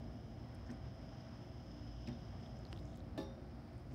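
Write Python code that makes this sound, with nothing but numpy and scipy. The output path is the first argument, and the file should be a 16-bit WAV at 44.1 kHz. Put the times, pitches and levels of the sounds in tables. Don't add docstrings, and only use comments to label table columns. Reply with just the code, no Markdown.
import sys
import numpy as np
from scipy import signal
from scipy.fft import rfft, irfft, next_fast_len
from scipy.io import wavfile
from scipy.ndimage import map_coordinates

SR = 44100
rng = np.random.default_rng(int(sys.argv[2]) if len(sys.argv) > 2 else 0)


def gain_from_db(level_db):
    decades = np.asarray(level_db, float) / 20
    return 10 ** decades


def unload_wav(signal):
    wavfile.write(
        sys.argv[1],
        SR,
        np.round(np.clip(np.atleast_2d(signal).T, -1, 1) * 32767).astype(np.int16),
    )


N = 173754
TOP_HZ = 15750

SHAFT_HZ = 59.1
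SHAFT_ORDERS = [(2, -60), (4, -62.5), (5, -66), (6, -70.5), (9, -75.5), (11, -69.5), (12, -81)]
# time in seconds, level in dB.
ROOM_MODE_LEVEL = [(0.0, -55), (0.48, -69), (0.61, -54), (0.77, -63), (0.83, -51.5), (1.25, -74),
                   (1.33, -64), (2.04, -51.5), (2.36, -57.5), (2.4, -72), (2.7, -58), (3.94, -59.5)]
# frequency in Hz, density in dB per Hz.
RUMBLE_SPECTRUM = [(28, -17), (42, -14.5), (55, 6.5), (100, 15.5), (140, 1.5), (250, -45)]
# time in seconds, level in dB.
RUMBLE_LEVEL = [(0.0, -43), (0.51, -75), (0.54, -54), (0.71, -37.5), (0.73, -71), (0.83, -46), (1.27, -78),
                (1.46, -60), (2.1, -51), (2.17, -60), (2.19, -49.5), (2.58, -52), (2.86, -44.5), (2.9, -56),
                (3.29, -44.5), (3.36, -67), (3.43, -58), (3.94, -68)]
# frequency in Hz, density in dB per Hz.
LOW_AIR_SPECTRUM = [(30, -45.5), (48, 3.5), (80, 5.5), (120, 4), (260, -3), (450, -14), (640, -9.5),
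                    (800, -12.5), (950, -40.5)]
# frequency in Hz, density in dB per Hz.
MIDDLE_AIR_SPECTRUM = [(300, -29.5), (850, 3.5), (1200, 1), (2200, -5.5), (2600, -10.5), (3600, -14),
                       (5200, -15.5), (8000, -45)]
# frequency in Hz, density in dB per Hz.
HISS_SPECTRUM = [(4000, -6), (6500, 0), (7700, -3), (9100, 0), (10400, -4), (12500, -6), (14800, -2),
                 (15740, -3)]
# time in seconds, level in dB.
FAN_LEAK_LEVEL = [(0, -96), (3.2, -89), (3.4, -84), (3.65, -79.5), (3.94, -84)]
# time in seconds, level in dB.
FAN_LEVEL = [(0, -73), (.45, -74.5), (.9, -73.5), (1.15, -70.5), (1.45, -72), (2.0, -69.5), (2.3, -71.5),
             (2.7, -72), (2.84, -76), (2.95, -81.5), (3.94, -84)]
# frequency in Hz, width in Hz, level in dB.
HOUSING_RESONANCES = [(5117, 620, 0.5), (3086, 1080, -3), (5860, 1370, -12)]
# frequency in Hz, level in dB relative to the fan's air.
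BLADE_TONES = [(3182, -15), (4985, -11.5), (5076, -12), (5120, -12), (5179, -7.5), (5373, -18)]
# start in seconds, level in dB, pitch factor, dullness in dB per octave.
THUMPS = [
    (0.692, -41, 1, -1),
    (.84, -44.5, 0.54, 2),
    (2.076, -39, 1.0, 1.5),
    (2.719, -54, 1.4, 10.5),
    (3.901, -47, 1.03, 4),
]
# frequency in Hz, level in dB, 60 dB decay time in seconds.
WALL_MODES = [(129, -4, 0.4), (213.7, -11.5, 0.65), (240, 1, 0.32), (348, -8.5, 0.15), (596, -18, .35),
              (761, -18.5, 0.49)]
# frequency in Hz, density in dB per Hz.
THUD_SPECTRUM = [(120, -12), (250, 5), (600, -8.5), (1700, -17), (3800, -28), (6500, -37)]
KNOCK_STARTS = [2.095, 3.1773]
# boom of the frame in dB, ring of the bars in dB, hardness in dB.
KNOCK_LEVELS = [
    (-73, -74, -47),
    (-44, -62, 2),
]
# delay after the knock in seconds, level in dB.
REBOUNDS = [
    (0, 2),
    (.0097, 0),
    (.026, -7.5),
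]
# frequency in Hz, level in dB, 60 dB decay time in seconds.
FRAME_MODES = [(152.5, 0, 0.42), (273, 4, 0.17), (325, -3, 0.26), (394, -8, 0.46), (541, -8, 0.64),
               (636, -2.5, 0.27), (845, -8.5, 0.33), (1090, -18, 0.34), (1180, -21.5, 0.55),
               (1750, -14, 0.2)]
# frequency in Hz, level in dB, 60 dB decay time in seconds.
BAR_MODES = [(2720, -7, .22), (3526, 0, .22), (3585, -5, .6), (3677, -2.5, .68), (3752, -4, .4),
             (4145, -6, .28), (4242, -5, .34), (4791, -7, .3), (4893, -7, .38), (5351, -7, .42),
             (5600, -7, .5), (5690, -8, .55), (5765, -7, .52), (8737, -22, .6)]
# frequency in Hz, density in dB per Hz.
RATTLE_SPECTRUM = [(150, -17), (600, -4.5), (2000, -23.5), (4500, -21), (6200, -32), (7500, -36),
                   (16000, -44)]
# start in seconds, length in seconds, level in dB, pitch in Hz.
SCRAPES = [(0.546, 0.0073, -73, 9500), (0.662, .025, -77, 5600), (0.691, 0.014, -62, 1700),
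           (.714, 0.005, -80, 16000), (2.971, .008, -81, 15000), (.705, 0.035, -84, 8200),
           (0.702, 0.018, -85, 14500), (2.072, 0.004, -60, 4700), (2.073, 0.0089, -62, 2500),
           (2.063, 0.032, -68, 3200), (2.083, .012, -65, 1900), (2.07, .022, -94, 9700),
           (2.084, 0.0054, -84, 8500), (2.083, 0.014, -69, 5200), (2.09, .05, -76, 3300),
           (2.074, .022, -82, 14100), (2.4, .09, -90, 6800), (2.711, 0.11, -85, 7500),
           (2.82, .09, -83, 6400), (2.79, 0.006, -80, 15200), (2.768, .03, -87, 12000),
           (2.875, 0.36, -76, 3500), (2.893, 0.11, -82, 6200), (2.956, .028, -81, 16000),
           (2.955, 0.0082, -73, 6900), (2.969, .022, -93, 10000), (3.18, .058, -84, 14000),
           (3.186, .048, -83, 8700), (3.79, .014, -85, 9000), (3.902, 0.055, -77, 4800),
           (3.918, 0.035, -81, 7600)]
# start in seconds, peak in dB, pitch in Hz, life in cycles.
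TICKS = [(.487, -68, 8500, 8), (0.704, -52, 5200, 12), (.704, -68, 8000, 5), (.7105, -54, 5600, 14),
         (.714, -56, 6300, 14), (.7165, -63, 8200, 12), (.775, -70, 9500, 8), (2.0755, -45.5, 5230, 15),
         (2.087, -52, 5200, 7.6), (2.461, -52.5, 3420, 11), (2.568, -59, 5640, 10), (2.590, -59, 7200, 6.5),
         (2.652, -48, 4300, 8.2), (2.668, -52, 4230, 7), (2.690, -70, 13500, 9), (2.7215, -64, 9000, 1.5),
         (2.7272, -69, 14500, 8), (2.7285, -38.5, 2870, 5.2), (2.7287, -44.5, 4700, 4.8),
         (2.729, -45, 1510, 1.4), (2.729, -53, 7300, 2.4), (2.7622, -53, 3400, 7), (2.7625, -61, 5300, 7),
         (2.7705, -70, 13400, 12), (2.7753, -49.5, 3400, 4), (2.7755, -62, 9500, 1.5),
         (2.7875, -55, 3400, 4), (2.7905, -55, 3800, 6), (2.7925, -59, 4700, 7), (2.855, -53.5, 6000, 6.4),
         (2.889, -66, 10000, 2.5), (2.974, -50, 9000, 1.3), (3.004, -56, 3900, 7.9), (3.233, -63, 11000, 4),
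         (3.734, -67, 8900, 12), (3.780, -60.5, 8400, 7.7)]
# pitch factor, level in dB, factor on the life in cycles.
TICK_PARTIALS = [(1, 0, 1.2), (1.5, -15, 1.4), (.35, -9, .4), (2.6, -26, 1.2)]


def unit(x):
    return x / np.sqrt(np.mean(x ** 2) + 1e-20)


def curve(rows):
    return np.interp(np.arange(N) / SR, *np.transpose(rows))


def wobble(rate, count=N):
    knots = rng.standard_normal(int(count * rate / SR) + 4)
    return map_coordinates(knots, [np.arange(count) * rate / SR])


def noise(shape, count=N):
    m = next_fast_len(count + 2048)
    f = np.fft.rfftfreq(m, 1 / SR)
    if callable(shape):
        gain = shape(f)
    else:
        hz, db = np.transpose(shape)
        inside = (f > hz[0]) * (f < hz[-1])
        gain = gain_from_db(np.interp(np.log(f + 1), np.log(hz + 1), db)) * inside
    return unit(irfft(rfft(rng.standard_normal(m)) * gain, m)[:count])


def peak(f, hz, width_hz):
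    return f * width_hz / np.hypot(hz * hz - f * f, f * width_hz)


def ring(modes, t, pitch, attack_s):
    out = 0
    for hz, db, t60 in modes:
        decay = gain_from_db(db + rng.normal(0, 1) - 60 * t / t60)
        out = out + decay * np.sin(2 * np.pi * (hz * pitch * t + rng.random()))
    return out * (1 - np.exp(-t / attack_s))


def add(track, s, x):
    part = track[round(s * SR):][:len(x)]
    part += x[:len(part)]


def room_air():
    t = np.arange(N) / SR
    rumble = gain_from_db(curve(RUMBLE_LEVEL) - 8) * noise(RUMBLE_SPECTRUM)
    low_air = gain_from_db(-52 + 1.18 * wobble(3.914)) * noise(LOW_AIR_SPECTRUM)
    middle_air = gain_from_db(-67.5 + wobble(4.37)) * noise(MIDDLE_AIR_SPECTRUM)
    hiss = gain_from_db(-87 + 0.6 * wobble(4)) * noise(HISS_SPECTRUM)
    camera_whine = gain_from_db(-101.5) * np.sin(2 * np.pi * 9000 * t)
    return rumble + low_air + middle_air + hiss + camera_whine


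def compressor():
    t = np.arange(N) / SR
    hum = np.zeros(N)
    for k, db in SHAFT_ORDERS:
        level = gain_from_db(db + 1.5 + 3 * wobble(7))
        drift_rad = 1.4 * wobble(8) + k * k
        hum += level * np.sin(2 * np.pi * k * SHAFT_HZ * t + drift_rad)
    mode_level = gain_from_db(curve(ROOM_MODE_LEVEL) + 2 + 2.3 * wobble(8.79))
    return hum + mode_level * np.sin(2 * np.pi * SHAFT_HZ * t + 1.2 * wobble(8))


def fan():
    t = np.arange(N) / SR

    def housing(f):
        return sum(gain_from_db(db) * peak(f, hz, width_hz) ** 3 for hz, width_hz, db in HOUSING_RESONANCES)

    air = noise(housing) * gain_from_db(1.5 * wobble(90))
    tones = np.zeros(N)
    for hz, db in BLADE_TONES:
        tones += gain_from_db(db + 2.5 * wobble(9)) * np.sin(2 * np.pi * hz * t + 1.5 * wobble(12))
    gusts_db = 0.6 * wobble(8.07)
    direct = gain_from_db(curve(FAN_LEVEL) - 0.5 + gusts_db) * (air + tones)
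    leak = gain_from_db(curve(FAN_LEAK_LEVEL)) * noise(lambda f: peak(f, 4930, 950) ** 2)
    return direct + leak


def bottle_thumps():
    out, t = np.zeros(N), np.arange(SR // 2) / SR
    attack_s, thud_t60_s = 0.0077, 0.22
    reference_hz = WALL_MODES[2][0]
    for s, db, pitch, dull_db in THUMPS:
        modes = [(hz, level - dull_db * np.log2(hz / reference_hz), t60) for hz, level, t60 in WALL_MODES]
        thud = noise(THUD_SPECTRUM, len(t)) * gain_from_db(-9 - 60 * t / thud_t60_s)
        thud *= 1 - np.exp(-t / attack_s)
        add(out, s, gain_from_db(db) * (ring(modes, t, pitch, attack_s) + thud))
    return out


def fluttering_ring(modes, t, attack_s, flutter_db, rate):
    return sum(ring([mode], t, 1, attack_s) * gain_from_db(flutter_db * wobble(rate, len(t))) for mode in modes)


def cage_knocks():
    out, t = np.zeros(N), np.arange(SR // 2) / SR
    rattle_t60_s, crack_t60_s = 0.26, 0.012
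    for s, (boom_db, ring_db, hard_db) in zip(KNOCK_STARTS, KNOCK_LEVELS):
        decay = gain_from_db(-52 - 60 * t / rattle_t60_s) + gain_from_db(-49 - 60 * t / crack_t60_s)
        rattle = noise(RATTLE_SPECTRUM, len(t)) * decay
        bars = fluttering_ring(BAR_MODES, t, 0.006, 4.5, 150)
        add(out, s, gain_from_db(ring_db) * bars + gain_from_db(hard_db) * rattle)
        for after_s, db in REBOUNDS:
            boom = fluttering_ring(FRAME_MODES, t, 0.0009, 2, 42.6)
            add(out, s + after_s, gain_from_db(boom_db + db - 3) * boom)
    return out


def spout_scrapes():
    out, count = np.zeros(N), SR // 8
    for s, length_s, db, hz in SCRAPES:
        burst = noise(lambda f: peak(f, hz, 0.55 * hz) ** 3, count)
        burst *= gain_from_db(3 * wobble(234, count))
        u = np.clip(np.arange(count) / SR / length_s, 0, 1)
        envelope = np.abs(np.sin(np.pi * u)) ** 0.11 * (u < 1)
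        add(out, s, gain_from_db(db) * unit(burst) * envelope)
    return out


def spout_ticks():
    out, t = np.zeros(N), np.arange(SR // 40) / SR
    echo_s, echo_db = 0.0021, -19
    for s, db, hz, cycles in TICKS:
        tick = np.zeros(len(t))
        for factor, level, more in TICK_PARTIALS:
            if hz * factor < TOP_HZ:
                rise_s = 0.25 * cycles * more / (hz * factor)
                envelope = (t / rise_s * np.exp(1 - t / rise_s)) ** 2
                tick += gain_from_db(level) * envelope * np.sin(2 * np.pi * (hz * factor * t + rng.random()))
        tick /= np.abs(tick).max()
        add(out, s, gain_from_db(db) * tick)
        add(out, s + echo_s, gain_from_db(db + echo_db) * tick)
    return out


def scene():
    background = room_air() + compressor() + fan()
    cage = bottle_thumps() + cage_knocks()
    spout = spout_scrapes() + spout_ticks()
    return (background + cage + spout)[None]


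def roll_off(x):
    return signal.sosfilt(signal.butter(12, 16110, fs=SR, output="sos"), x)


def record(dry):
    m = next_fast_len(N + 2048)
    passband = np.fft.rfftfreq(m, 1 / SR) < TOP_HZ
    mix = irfft(rfft(dry, m) * passband, m)[:, :N]
    return roll_off(mix)


dry = scene()
out = record(dry)
unload_wav(out)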